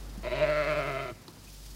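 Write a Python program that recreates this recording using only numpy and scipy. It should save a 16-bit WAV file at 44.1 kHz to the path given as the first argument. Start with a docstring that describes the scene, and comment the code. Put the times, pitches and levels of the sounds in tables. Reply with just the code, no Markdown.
"""A grassy field, where one sheep in a flock gives a long, quavering bleat. Uneven slaps of its vocal
folds and puffs of air ring the throat: the call starts as a rasp, opens into a buzzing 'eh' and sags
away as the jaw closes, scattered by the fence, the flock and the trees. Hooves snap stalks and thud
in the rustling grass, a bird chirps once far off, and a distant engine hums low."""
import sys
import numpy as np
from scipy import signal
from scipy.fft import rfft, irfft, next_fast_len
from scipy.io import wavfile
from scipy.ndimage import uniform_filter1d, map_coordinates

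SR = 44100
rng = np.random.default_rng(int(sys.argv[2]) if len(sys.argv) > 2 else 0)


def to_wav(sig):
    """Store sig (one row per channel, or 1-D mono) as 16-bit WAV at the path in sys.argv[1].

    Samples outside -1..1 are clipped; the rate is SR.
    """
    pcm = np.clip(np.atleast_2d(sig), -1, 1) * 32767
    pcm = np.round(pcm).astype(np.int16)
    wavfile.write(sys.argv[1], SR, pcm.T)  # frames by channels


N = 77175
TIME = np.arange(N) / SR

# The quavering tune of the folds. Each row: time in seconds, pitch in Hz.
BLEAT_PITCH = [(.24, 112), (.27, 130), (.297, 115), (.33, 124), (.358, 144), (.378, 133), (.398, 140),
               (.412, 151), (.428, 156), (.461, 141), (.498, 155), (.528, 147.5), (.585, 153), (.652, 139),
               (.68, 156), (.72, 150.5), (.742, 139), (.785, 153.5), (.812, 138), (.842, 134), (.88, 149),
               (.91, 137), (.945, 132), (.985, 138), (1.036, 136), (1.062, 124), (1.085, 125), (1.14, 107)]
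# How hard the sheep pushes. Each row: time in seconds, relative level in dB.
BLEAT_EFFORT = [(.23, -58.5), (.238, -47), (.272, -45.5), (.302, -48.5), (.317, -43.5), (.365, -41.5),
                (.395, -38.5), (.43, -36), (.46, -37), (.52, -37), (.63, -35.5), (.71, -35), (.75, -36),
                (.86, -38.5), (.895, -38), (.94, -40.5), (.99, -40), (1.05, -42.5), (1.103, -45),
                (1.122, -53), (1.165, -61.5)]
VOICE_DB, QUAVER_DB_PER_HZ, QUAVER_S = 9, 0.38, 0.037

def bleat():
    """Breath drives the folds through the moving mouth, louder on each crest of the pitch."""
    pitch = curve(BLEAT_PITCH)
    quaver_db = QUAVER_DB_PER_HZ * (pitch - uniform_filter1d(pitch, int(QUAVER_S * SR)))
    gate = (TIME > BLEAT_EFFORT[0][0]) & (TIME < BLEAT_EFFORT[-1][0])
    buzz = smear(vocal_folds(pitch)) * amp(VOICE_DB + curve(BLEAT_EFFORT) + quaver_db) * gate
    return low_ring(mouth(buzz))


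# The gravel in the voice. Each row: time in seconds, roughness from 0 to 1.
ROUGHNESS = [(.24, .6), (.37, .55), (.42, .3), (.5, .24), (.72, .22), (.85, .3), (.95, .28), (1.01, .38),
             (1.1, .42)]
# Air forced through the folds. Each row: frequency in Hz, gain in dB.
RASP_EQ = [(100, -26.5), (600, -5), (1200, -17.5), (2500, -9.5), (4500, 7.5), (9000, -6)]
JITTER_S, SHIMMER_DB, RASP_DB = 0.0003, 3, 7.5  # at full roughness
FLAP_SHARE, FLAP_PHASE, PUFF_DECAY = 0.44, 0.425, 1.18

def vocal_folds(pitch):
    """Each cycle is a slap and a fading puff of air; roughness adds a second, weaker flap."""
    roughness = curve(ROUGHNESS)
    cycles = np.cumsum(pitch) / SR
    times = np.interp(np.arange(1, int(cycles[-1])), cycles, TIME)
    jitter, shimmer, flap_jitter, flap_shimmer = rng.standard_normal((len(times), 4)).T
    rough, hz = np.interp(times, TIME, roughness), np.interp(times, TIME, pitch)
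    sizes = np.sqrt(SR / hz) * amp(SHIMMER_DB * rough * shimmer)
    slaps = pulses(times + JITTER_S * rough * jitter, sizes)
    flap_sizes = sizes * FLAP_SHARE * rough ** 2 * amp(SHIMMER_DB * flap_shimmer)
    flaps = pulses(times + FLAP_PHASE / hz + 2 * JITTER_S * flap_jitter, flap_sizes)
    puffs = amp(RASP_DB) * roughness * unit(noise(RASP_EQ) * np.exp(-PUFF_DECAY * (cycles % 1)))
    return puffs - slaps - flaps


# The spread of one slap. Each row: frequency in Hz, delay in seconds.
SLAP_LAG = [(300, 0.002), (700, .0018), (1300, 0.00027), (2000, 0.0003), (2700, 0.00131), (4500, 0.00016)]

def smear(x):
    """Delays each frequency so the low ring follows the crack of each slap."""
    size = 2 * next_fast_len(N)
    delay = along(SLAP_LAG, np.fft.rfftfreq(size, 1 / SR))
    phase = 2 * np.pi * np.cumsum(delay) * SR / size
    return irfft(rfft(x, size) * np.exp(-1j * phase), size)[:N]


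# Resonances of four mouth shapes. Each row: centre in Hz, width in Hz, relative level in dB.
LIPS_PARTING = [(134, 100, -14.5), (369, 57, -8.5), (622, 39, 4), (973, 147, -13), (1375, 220, -17),
                (1963, 210, -15), (2590, 740, -18.5), (3860, 530, -23)]
WIDE_OPEN = [(162, 24, -11.5), (327, 130, -16), (400, 54, -12.5), (608.6, 53, 2.5), (1070, 86, -19),
             (1347, 187, -10), (1670, 170, -14.5), (2158, 310, -14.5), (2640, 88, -15), (3240, 200, -22),
             (3990, 1100, -24)]
JAW_CLOSING = [(148, 54, -10), (377.5, 67, -3.5), (645, 55, 3.5), (1033, 124, -13), (1295, 105, -3),
               (1720, 190, -14), (2066, 110, -13), (2410, 490, -14.5), (3040, 98, -12), (3700, 930, -21.5)]
MOUTH_SHUT = [(106, 27, 3.5), (210, 55, -10.5), (350, 110, -6), (1230, 250, -16)]
# The morph between them. Each row: time in seconds, shape (0 parting, 1 open, 2 closing, 3 shut).
MOUTH_MORPH = [(.41, 0), (.55, 1), (.79, 1.5), (.93, 2), (1.103, 2), (1.13, 4)]
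# Resonances that glide with tongue and jaw. Each row: time in seconds, centre in Hz.
TONGUE_GLIDE = [(.28, 2150), (.37, 2310), (.42, 2330), (.47, 2050), (.53, 1930), (.57, 1920), (.63, 2060),
                (.7, 2250), (.76, 2390), (.86, 2150), (.93, 2150), (1.1, 2160)]
JAW_GLIDE = [(.28, 1230), (.4, 1530), (.45, 1580), (.52, 1430), (.59, 1250), (.7, 1130), (.8, 1250),
             (.88, 1330), (.97, 1410), (1.1, 1270)]

def mouth(buzz):
    """The mouth opens and shuts, shaping the vowel, while tongue and jaw sweep two more peaks."""
    morph = curve(MOUTH_MORPH)
    shapes = [LIPS_PARTING, WIDE_OPEN, JAW_CLOSING, MOUTH_SHUT]
    voice = sum(throat(buzz * np.maximum(1 - abs(morph - k), 0), shape) for k, shape in enumerate(shapes))
    tongue = gliding_peak(voice, TONGUE_GLIDE, width_hz=280)
    jaw = amp(-9) * gliding_peak(voice, JAW_GLIDE, width_hz=220)
    return voice + tongue + jaw


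# The tone of one pulse of the folds. Each row: frequency in Hz, gain in dB.
FOLD_EQ = [(60, -19), (130, 9), (670, 5), (800, 0), (950, 5), (2700, 3), (3400, -3.5), (4800, -3.5),
           (5500, -4.5), (8000, 3), (15000, -28)]
FLANK_STEEPNESS = 1.367

def throat(x, resonances):
    """Rings one shape of the throat; every shape has equal power in the buzzing mids."""
    def gain(hz):
        power = sum(amp(db) ** 2 / (1 + (2 * (hz - centre) / width) ** 2) ** FLANK_STEEPNESS
                    for centre, width, db in resonances)
        response = np.sqrt(power) * amp(along(FOLD_EQ, hz))
        mids = response[(hz > 1000) & (hz < 3000)]
        return response / np.sqrt(np.mean(mids ** 2))
    return coloured(x, gain)


# The body of the voice. Each row: time in seconds, low-end gain in dB.
LOW_RING_GAIN = [(.24, 2.5), (.275, 1), (.3, -2.5), (.325, 2.5), (.37, 0), (.4, 2.5), (.437, 0), (.46, 0),
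                 (.495, 2.5), (.54, -1), (.595, -1.5), (.65, -1.5), (.695, -0.5), (.745, -0.5), (.785, 2.5),
                 (.825, -0.5), (.88, 2), (1.03, 0.5), (1.1, 0.5)]

def low_ring(voice, below_hz=850):
    """The bass and first resonance swell and dip through the call."""
    lows = signal.sosfiltfilt(signal.butter(4, below_hz, fs=SR, output='sos'), voice)
    return voice + (amp(curve(LOW_RING_GAIN)) - 1) * lows


# Hooves on turf. Each row: start in seconds, thud pitch in Hz, then thud, snap and crunch gains in dB.
HOOF_STEPS = [(0.125, 202, -50, -73, -66), (0.159, 320, -51, -62, -64), (0.174, 196, -33.5, -68, -66),
              (1.2808, 331, -43.5, -39.5, -49.5), (1.297, 180, -53, -55, -60), (1.368, 109, -51, -65, -63)]
# A stalk snapping and the sod giving way. Each row: frequency in Hz, gain in dB.
SNAP_EQ = [(300, -28), (1200, -12), (2200, -13), (3500, 4), (5200, 3), (7000, -11), (11000, -11),
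           (15000, -18)]
TURF_EQ = [(100, -12), (350, 3), (600, -8), (1000, 8), (1600, -12), (5000, -25), (15000, -40)]
SNAP_T60_S, THUD_T60_S, TURF_T60_S = 0.016, 0.042, 0.09
THUD_LAG_S, THUD_RISE_S = 0.0034, 0.0019

def hooves():
    """Each step snaps a stalk, then lands with a thud and a short crunch of turf."""
    out = np.zeros(N)
    for start, hz, thud_db, snap_db, turf_db in HOOF_STEPS:
        age = np.maximum(TIME - start, 0)
        landed = np.maximum(age - THUD_LAG_S, 0)
        press = 1 - np.exp(-landed / THUD_RISE_S)
        out += amp(snap_db - 60 * age / SNAP_T60_S) * (age > 0) * noise(SNAP_EQ)
        out += amp(thud_db - 60 * landed / THUD_T60_S) * 2 * press * np.sin(2 * np.pi * hz * landed)
        out += amp(turf_db - 60 * age / TURF_T60_S) * (age > 0) * noise(TURF_EQ)
    return out


def bird(peak_s=1.478, half_width_s=0.011, hz=2540, rise_hz_per_s=7000, level_db=-55):
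    """One short, rising, slightly blurred chirp, far off."""
    t = TIME - peak_s
    phase = 2 * np.pi * (hz + rise_hz_per_s * t / 2) * t + 0.7 * wobble(400)
    return amp(level_db) * np.exp(-(t / half_width_s) ** 2) * np.sin(phase)


# The tail from field and tree line. Each row: frequency in Hz, seconds to fade by 60 dB.
TAIL_T60 = [(150, 0.12), (1300, 0.66), (2600, 1), (8000, 0.031)]
SCATTER_DB, SCATTER_S, SCATTER_ABOVE_HZ, TAIL_DB = -7, 0.011, 1200, -23
FLOCK_SWAY_S = 0.00015

def field_echoes(x, taps=12):
    """Adds shifting near scatter from the fence and milling flock, and a faint tail from the trees."""
    hz, t, bands = signal.stft(rng.standard_normal(SR // 2), SR, nperseg=256)
    impulse = signal.istft(bands * amp(-60 * t / along(TAIL_T60, hz)[:, None]), SR, nperseg=256)[1]
    tail = signal.fftconvolve(x, impulse / np.linalg.norm(impulse))[:N]
    treble = signal.lfilter(*signal.butter(2, SCATTER_ABOVE_HZ, 'high', fs=SR), x)
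    scatter = np.zeros(N)
    for k in range(taps):
        delay = SCATTER_S * (k + 1 + rng.random()) / taps + FLOCK_SWAY_S * wobble(5)
        scatter += (-1) ** k * np.interp(TIME - delay, TIME, treble)
    return x + amp(SCATTER_DB) * scatter / np.sqrt(taps) + amp(TAIL_DB) * tail


def engine(hz=48.6, hum_db=-41.5, beat_hz=0.5, null_s=1.29):
    """A distant hum whose fundamental beats slowly under two steady overtones."""
    phase = 2 * np.pi * hz * TIME + 0.032 * wobble(1.5)
    beat = amp(hum_db) * np.sin(np.pi * beat_hz * (TIME - null_s))
    overtones = amp(-61) * np.sin(2 * phase) + amp(-63.5) * np.sin(3 * phase)
    return np.sqrt(2) * (beat * np.sin(phase) + overtones)


# The tone of the air and grass beds. Each row: frequency in Hz, gain in dB.
AIR_EQ = [(20, -60), (40, -12), (70, 1.5), (150, 2.5), (350, -5), (600, -10), (1200, -13.5), (2000, -18),
          (5000, -27.5), (15000, -49)]
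GRASS_EQ = [(800, -15), (2300, -6), (3300, -3), (4900, 1.5), (6500, -2), (8000, -4.5), (11000, -5.5),
            (13000, -7.5), (15500, -8)]
# Their slow swells. Each row: time in seconds, level in dB.
AIR_SWELL = [(0, -51.5), (.17, -49), (.6, -57.5), (1.2, -54), (1.38, -53), (1.55, -58), (1.75, -55.5)]
GRASS_SWELL = [(0, -56.5), (.3, -58.5), (.9, -55.5), (1.22, -59.5), (1.42, -55.5), (1.56, -53.5),
               (1.75, -53.5)]

def pasture():
    """Low outdoor air and the fine, flickering rustle of grass under the flock."""
    air = noise(AIR_EQ) * amp(curve(AIR_SWELL) + 0.14 * wobble(12))
    grass = noise(GRASS_EQ) * amp(curve(GRASS_SWELL) + 1.25 * wobble(90) + 0.69 * wobble(980))
    return air + grass


def amp(db):
    """Decibels to gain."""
    return 10 ** (np.asarray(db) / 20)


def unit(x):
    """Scaled to rms 1."""
    return x / np.sqrt(np.mean(x ** 2) + 1e-20)


def along(points, hz):
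    """Reads (Hz, value) points on a log frequency axis."""
    freqs, values = np.transpose(points)
    return np.interp(np.log(hz + 1), np.log(freqs + 1), values)


def curve(points):
    """Joins (seconds, value) points, one value per sample."""
    return np.interp(TIME, *np.transpose(points))


def wobble(rate):
    """A smooth random curve, rate knots a second."""
    return map_coordinates(rng.standard_normal(int(N * rate / SR) + 4), [TIME * rate])


def coloured(x, gain):
    """x through a minimum-phase filter with this gain over frequency."""
    size = 2 * next_fast_len(N)
    response = np.maximum(gain(np.fft.rfftfreq(size, 1 / SR)), 1e-6)
    cepstrum = irfft(np.log(response), size)
    cepstrum[1:size // 2] *= 2
    cepstrum[size // 2 + 1:] = 0
    return irfft(rfft(x, size) * np.exp(rfft(cepstrum)), size)[:N]


def noise(eq):
    """Coloured noise of rms 1."""
    return unit(coloured(rng.standard_normal(N), lambda hz: amp(along(eq, hz))))


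def pulses(times, sizes):
    """Impulses placed between samples with a windowed sinc."""
    at = times[:, None] * SR
    index = np.floor(at).astype(int) + np.arange(-7, 9)
    taps = np.sinc(index - at) * np.sinc((index - at) / 8)
    return np.bincount(np.clip(index, 0, N).ravel(), (taps * sizes[:, None]).ravel(), N + 1)[:N]


def gliding_peak(x, track, width_hz):
    """A resonance that follows (seconds, Hz) points by crossfading a row of still ones."""
    hz = curve(track)
    centres, spacing = np.linspace(hz.min(), hz.max(), num=8, retstep=True)
    out = np.zeros(N)
    for centre in centres:
        fade = np.maximum(1 - abs(hz - centre) / spacing, 0)
        out += fade * signal.lfilter(*signal.iirpeak(centre, centre / width_hz, SR), x)
    return out


def scene():
    """Sheep and bird echo across the field, over hooves, engine, air and grass, in mono."""
    return (field_echoes(bleat() + bird()) + hooves() + engine() + pasture())[None]


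def record(dry, top_hz=15800):
    """A brick-wall low-pass trims the very top."""
    size = next_fast_len(N + SR // 2)
    passband = np.fft.rfftfreq(size, 1 / SR) < top_hz
    return irfft(rfft(dry, size) * passband, size)[..., :N]


dry = scene()
out = record(dry)
to_wav(out)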